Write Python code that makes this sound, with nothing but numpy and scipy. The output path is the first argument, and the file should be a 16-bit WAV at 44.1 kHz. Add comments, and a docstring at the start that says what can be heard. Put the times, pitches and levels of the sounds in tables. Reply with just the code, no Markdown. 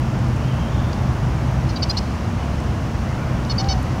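"""Distant traffic rumbles beside a pond, with an engine's wavering hum and the hiss of open air.
A few faint ticks snap nearby, and far birds whistle thin arches, blurred by leaves and echoing in the trees.
A small bird close by gives two quick bursts of nasal, squeaky notes: harmonics and raspy breath through
one throat resonance. Under its second burst a water bird hoots once, a soft, nearly pure tone."""
import sys
import numpy as np
from scipy import signal
from scipy.fft import rfft, irfft
from scipy.io import wavfile

SR = 44100
rng = np.random.default_rng(int(sys.argv[2]) if len(sys.argv) > 2 else 0)


def wav_out(sig):
    """Save sig, one row per channel (or a flat mono array), as 16-bit PCM at SR to the path in sys.argv[1]."""
    wavfile.write(sys.argv[1], SR, np.round(np.clip(np.atleast_2d(sig).T, -1, 1) * 32767).astype(np.int16))


N = 4 * SR


def from_db(db):
    """Decibels to gain."""
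    return 10 ** (np.asarray(db) / 20)


def rms_one(x):
    """Scale to unit rms."""
    return x / np.sqrt(np.mean(x ** 2) + 1e-20)


def at_hz(points, hz):
    """Read an EQ curve, in dB, on a log-frequency axis."""
    f, db = np.transpose(points)
    return np.interp(np.log(hz + 1e-3), np.log(f), db)


def in_time(rows):
    """Turn timed breakpoints into one automation curve per column."""
    times, *columns = np.transpose(rows)
    return [np.interp(np.arange(N) / SR, times, column) for column in columns]


def drift(rate, size):
    """Random modulation of spread about 1, gliding to a new value rate times a second."""
    knots = rng.standard_normal(4096)
    return np.interp(np.arange(size) / SR * rate, np.arange(len(knots)), knots) * np.sqrt(3 / 2)


def noise(spectrum):
    """Steady noise of the given colour, rms 1."""
    colour = from_db(at_hz(spectrum, np.fft.rfftfreq(N, 1 / SR)))
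    return rms_one(irfft(rfft(rng.standard_normal(N)) * colour, N))


def phase_of(hz):
    """Running phase of a pitch curve."""
    return 2 * np.pi * np.cumsum(hz) / SR


def tone(hz):
    """A sine of rms 1 that follows a pitch curve."""
    return np.sqrt(2) * np.sin(phase_of(hz))


def bandpass(x, low_hz, high_hz):
    """Keep one band, with gentle slopes."""
    return signal.sosfilt(signal.butter(2, [low_hz, high_hz], "band", fs=SR, output="sos"), x)


def envelope(length, attack_s, release_s):
    """Rounded attack, hold and release."""
    t = np.arange(int(length * SR)) / SR
    fade_in = np.sin(np.pi / 2 * np.clip(t / attack_s, 0, 1))
    fade_out = np.sin(np.pi / 2 * np.clip((length - t) / release_s, 0, 1)) ** 2
    return fade_in * fade_out


def arch(size, top, scoop, sag, scoop_share):
    """Pitch in Hz that scoops up, holds and sags at the end; a negative sag flicks up."""
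    progress = np.linspace(0, 1, size)
    return top - scoop * np.clip(1 - progress / scoop_share, 0, 1) ** 2 - sag * progress ** 5.5


def add(out, start, x):
    """Mix a short sound in at its time."""
    i = max(int(start * SR), 0)
    out[i:i + len(x)] += x[:N - i]


def traffic():
    """Distant road rumble, swelling slightly, with a wavering engine hum and two weaker drones."""
    # colour of the road rumble: (frequency [Hz], relative level [dB])
    rumble = [(20, -23), (30, -26), (40, -8), (50, -6), (62, 2.5), (85, -2), (110, -2), (150, -5),
              (230, -9.5), (300, -15), (420, -21.5), (620, -19), (1050, -22), (1600, -28.5), (2200, -35),
              (3500, -59)]
    # slow swell of the rumble: (time [s], gain [dB])
    swell = [(0, -0.5), (.6, 0.46), (1.3, 0.3), (1.9, -0.5), (2.6, -0.74), (3.3, 0), (4, 0.4)]
    # rise and fall of the engine hum: (time [s], level [dB])
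    hum = [(0, -25.5), (.6, -23), (.95, -30), (1.25, -22.5), (1.8, -28.5), (2.1, -35.5), (2.9, -32.5),
           (3.35, -26), (4, -31)]
    # traffic drones: (pitch [Hz], level [dB])
    drones = [(226, -37), (326, -42.5)]
    rumble_db, hum_hz, waver, flutter_db = -21, 126.55, 0.01217, 1.5
    (hum_db,), (swell_db,) = in_time(hum), in_time(swell)
    out = from_db(rumble_db + swell_db) * noise(rumble)
    for hz, db in [(hum_hz, hum_db), *drones]:
        gain = from_db(db + flutter_db * drift(13, N))
        out += gain * tone(hz * (1 + waver * drift(10, N)))
    return out


def open_air():
    """A faint, steady bed of hiss."""
    # colour of the hiss: (frequency [Hz], relative level [dB])
    hiss = [(1500, 0.5), (2800, 6.5), (3600, -0.5), (4500, -1), (5600, 0), (6600, -3.5), (8000, -11.5),
            (10500, -15.5), (12500, -27), (15500, -46)]
    return from_db(-42) * noise(hiss)


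def ticks():
    """Tiny dry snaps: bursts of narrow-band noise, each a few milliseconds long."""
    # nearby snaps: (time [s], level of half the peak [dB], band centre [Hz])
    snaps = [(.190, -42, 7000), (.285, -50, 10500), (0.362, -44, 8500), (0.931, -30, 4700),
             (1.889, -40, 5800), (1.895, -39.5, 9700), (2.603, -40.5, 7500), (3.45, -33.5, 4870),
             (3.829, -38.5, 9600)]
    decay_s, edge_ratio = 0.0013, 1.166
    out, t = np.zeros(N), np.arange(SR // 20) / SR
    for start, db, hz in snaps:
        burst = rng.standard_normal(len(t)) * np.exp(-t / decay_s)
        snap = bandpass(burst, hz / edge_ratio, hz * edge_ratio)
        add(out, start, 2 * from_db(db) * snap / np.abs(snap).max())
    return out


def trees(x, t60_s, predelay_s=0.023):
    """Diffuse echo from the trees around the pond."""
    t = np.arange(SR) / SR
    tail = rng.standard_normal(SR) * from_db(-60 * t / t60_s) * (t > predelay_s)
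    return signal.fftconvolve(x, tail / np.sqrt(np.sum(tail ** 2)))[:N]


def slap(x, delay_s=0.047, gain_db=-11, centre_hz=6360, width_hz=500):
    """One thin, bright slapback that keeps only a narrow band of treble."""
    treble = bandpass(x, centre_hz - width_hz / 2, centre_hz + width_hz / 2)
    return from_db(gain_db) * np.pad(treble, (int(delay_s * SR), 0))[:N]


def far_birds():
    """Thin whistles from the trees: gliding sines with a fast waver."""
    # far calls: (start [s], length [s], level before the mix [dB], held pitch [Hz], scoop [Hz], sag [Hz]); the
    # faint long row at 0.771 s is not a call of its own but the top note of the call before it, lingering in
    # the trees
    whistles = [(.346, 0.047, -50, 2700, 300, -200), (.40, 0.14, -51, 3215, 463, 750),
                (.56, .076, -51, 3170, 390, 98), (0.658, 0.14, -51, 3565, 560, 900),
                (0.771, .19, -59, 3570, 30, 20), (1.303, .05, -49, 2300, 503, -400),
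                (1.687, 0.026, -45, 2370, 200, 50), (2.365, .034, -44.5, 2450, 402, -380),
                (2.391, 0.065, -49, 2960, 220, 330), (2.363, .024, -52, 4450, 500, -200),
                (3.056, 0.062, -47, 2000, 334, -250), (3.138, 0.074, -44.5, 1433, 150, -30),
                (3.183, 0.039, -44, 2400, 300, -500)]
    fade_s, waver, waver_per_s = 0.011, .022, 173.3
    out = np.zeros(N)
    for start, length, db, top, scoop, sag in whistles:
        env = envelope(length, fade_s, fade_s)
        pitch = arch(len(env), top, scoop, sag, scoop_share=.6)
        pitch *= 1 + waver * drift(waver_per_s, len(env))
        add(out, start, from_db(db) * env * tone(pitch))
    return out


def leaves(x, decay_s=.012):
    """Foliage scatters a far call over a few hundredths of a second."""
    t = np.arange(SR // 10) / SR
    scatter = rng.standard_normal(len(t)) * np.exp(-t / decay_s)
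    return signal.fftconvolve(x, scatter / np.sqrt(np.sum(scatter ** 2)))[:N]


def throat(hz, centre, width):
    """Response of the near bird's throat: its colour and one resonance."""
    # colour of the bird's voice: (frequency [Hz], gain [dB])
    colour = [(700, -30), (2200, 4), (3000, 8), (3600, 1), (4300, 11), (5200, 6.5), (6050, 3.5),
              (6600, -6.5), (7400, -18), (8250, -6.5), (9500, -21), (13000, -24), (14500, -6), (16000, -12)]
    return from_db(at_hz(colour, hz)) / (1 + 1j * centre / width * (hz / centre - centre / hz))


def rasp(phase, centre, width_hz=2100):
    """Breath noise through the throat, puffed once per cycle of the voice; rms 1."""
    size = SR // 10
    response = throat(np.fft.rfftfreq(size, 1 / SR) + 1, centre, width_hz)
    breath = irfft(rfft(rng.standard_normal(size)) * response)
    return rms_one(breath[:len(phase)] * (1 + .5 * np.cos(phase)))


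def near_bird():
    """Nasal notes: harmonics through the throat, roughened by jitter, shimmer and rasp."""
    # the small bird's notes: (start [s], length [s], level [dB], held pitch [Hz], scoop [Hz], sag [Hz],
    # throat centre [Hz], throat width [Hz], roughness [0-1], gain of the shrill overtones [dB])
    notes = [(1.688, 0.031, -38, 722, 7, 10, 5300, 3500, .8, -8),
             (1.757, 0.028, -34, 779, 1, 68, 4100, 700, 0.56, 3),
             (1.826, 0.02, -22, 746, 18, 0, 4740, 1200, 0.46, -1),
             (1.839, .015, -37, 783, 2, 20, 5400, 1200, 0.5, -8),
             (1.898, 0.022, -22.5, 837, 16, 4, 4630, 200, 0.2, 6),
             (1.912, .013, -46, 810, 0, 0, 5500, 900, .3, -8),
             (1.968, 0.0091, -21, 688, 13, 0, 4200, 300, 0.3, 17),
             (1.973, 0.023, -24, 740, 34, 72, 4820, 650, 0.3, 5),
             (3.495, 0.036, -26.5, 738, 5, 109, 4500, 1200, 0.2, -12),
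             (3.585, 0.038, -27.5, 742, -6, 72, 5530, 3600, 0.3, -13),
             (3.637, .013, -37.5, 786, 0, 12, 4270, 1200, .7, -10),
             (3.684, 0.06, -26, 758, 80, 113, 5470, 3600, 0.2, -16)]
    jitter, shimmer_depth, rough_per_s, shrill_from_hz = 0.021, .6, 470, 6630
    out, harmonics = np.zeros(N), np.arange(1, 21)[:, None]
    for start, length, db, top, scoop, sag, centre, width, rough, shrill_db in notes:
        env = envelope(length, attack_s=0.0058, release_s=0.36 * length)
        size = len(env)
        pitch = arch(size, top, scoop, sag, scoop_share=0.273)
        pitch *= 1 + jitter * rough * drift(rough_per_s, size)
        hz, phase = harmonics * pitch, phase_of(pitch)
        # the band is slightly narrower at the ends of a note, where the beak shuts
        band = width * (.95 + .05 * np.sin(np.linspace(0, np.pi, size)))
        partials = throat(hz, centre, band) * from_db(shrill_db * (hz > shrill_from_hz))
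        # each harmonic flickers on its own in level and phase
        flicker = np.array([drift(rough_per_s, size) + 1j * drift(rough_per_s, size) for _ in harmonics])
        shimmer = 1 + shimmer_depth * rough * flicker
        voice = np.real(partials * shimmer * np.exp(1j * harmonics * phase)).sum(axis=0)
        note = rms_one(rms_one(voice) + rough * rasp(phase, centre))
        add(out, start, from_db(db) * env * note)
    return out


def squeaks(fade_s=0.0032, sag_hz=80):
    """Pure, high blips that open some of the near bird's notes."""
    # opening squeaks: (start [s], length [s], level [dB], pitch [Hz])
    blips = [(1.758, .017, -35, 4680), (1.822, .0075, -23, 4800), (1.895, 0.0082, -21.5, 4770),
             (3.581, 0.0093, -21, 4710)]
    out = np.zeros(N)
    for start, length, db, hz in blips:
        env = envelope(length, fade_s, fade_s)
        pitch = arch(len(env), hz, scoop=0, sag=sag_hz, scoop_share=1)
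        add(out, start, from_db(db) * env * tone(pitch))
    return out


def water_bird():
    """One soft, slightly unsteady hoot: a sine that rises, then sags and fades."""
    # contour of the hoot: (time [s], pitch [Hz], level [dB])
    hoot = [(3.57, 745, -48), (3.615, 771, -29.5), (3.665, 795, -30), (3.705, 776, -31), (3.745, 754, -36),
            (3.785, 730, -38), (3.82, 720, -50)]
    waver, flutter_db, waver_per_s = .004, 2.5, 70
    hz, db = in_time(hoot)
    t = np.arange(N) / SR
    gate = (t > hoot[0][0]) * (t < hoot[-1][0])
    voice = tone(hz * (1 + waver * drift(waver_per_s, N)))
    return from_db(db + flutter_db * drift(waver_per_s, N)) * voice * gate


def scene():
    """Birds and ticks over a bed of traffic and air; near sounds stay fairly dry, far whistles are wet."""
    bed = traffic() + open_air()
    near = near_bird() + squeaks() + ticks()
    hoot, far = water_bird(), far_birds()
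    near_echo = slap(near) + from_db(-21) * trees(near, t60_s=1.3)
    far_echo = trees(from_db(3) * far + from_db(-18) * hoot, t60_s=1.06)
    return (bed + near + hoot + from_db(1) * leaves(far) + near_echo + far_echo)[None]


def record(dry, cutoff_hz=15650):
    """A steep low-pass takes off the very top."""
    return signal.sosfilt(signal.ellip(12, .1, 80, cutoff_hz, fs=SR, output="sos"), dry)


dry = scene()
out = record(dry)
wav_out(out)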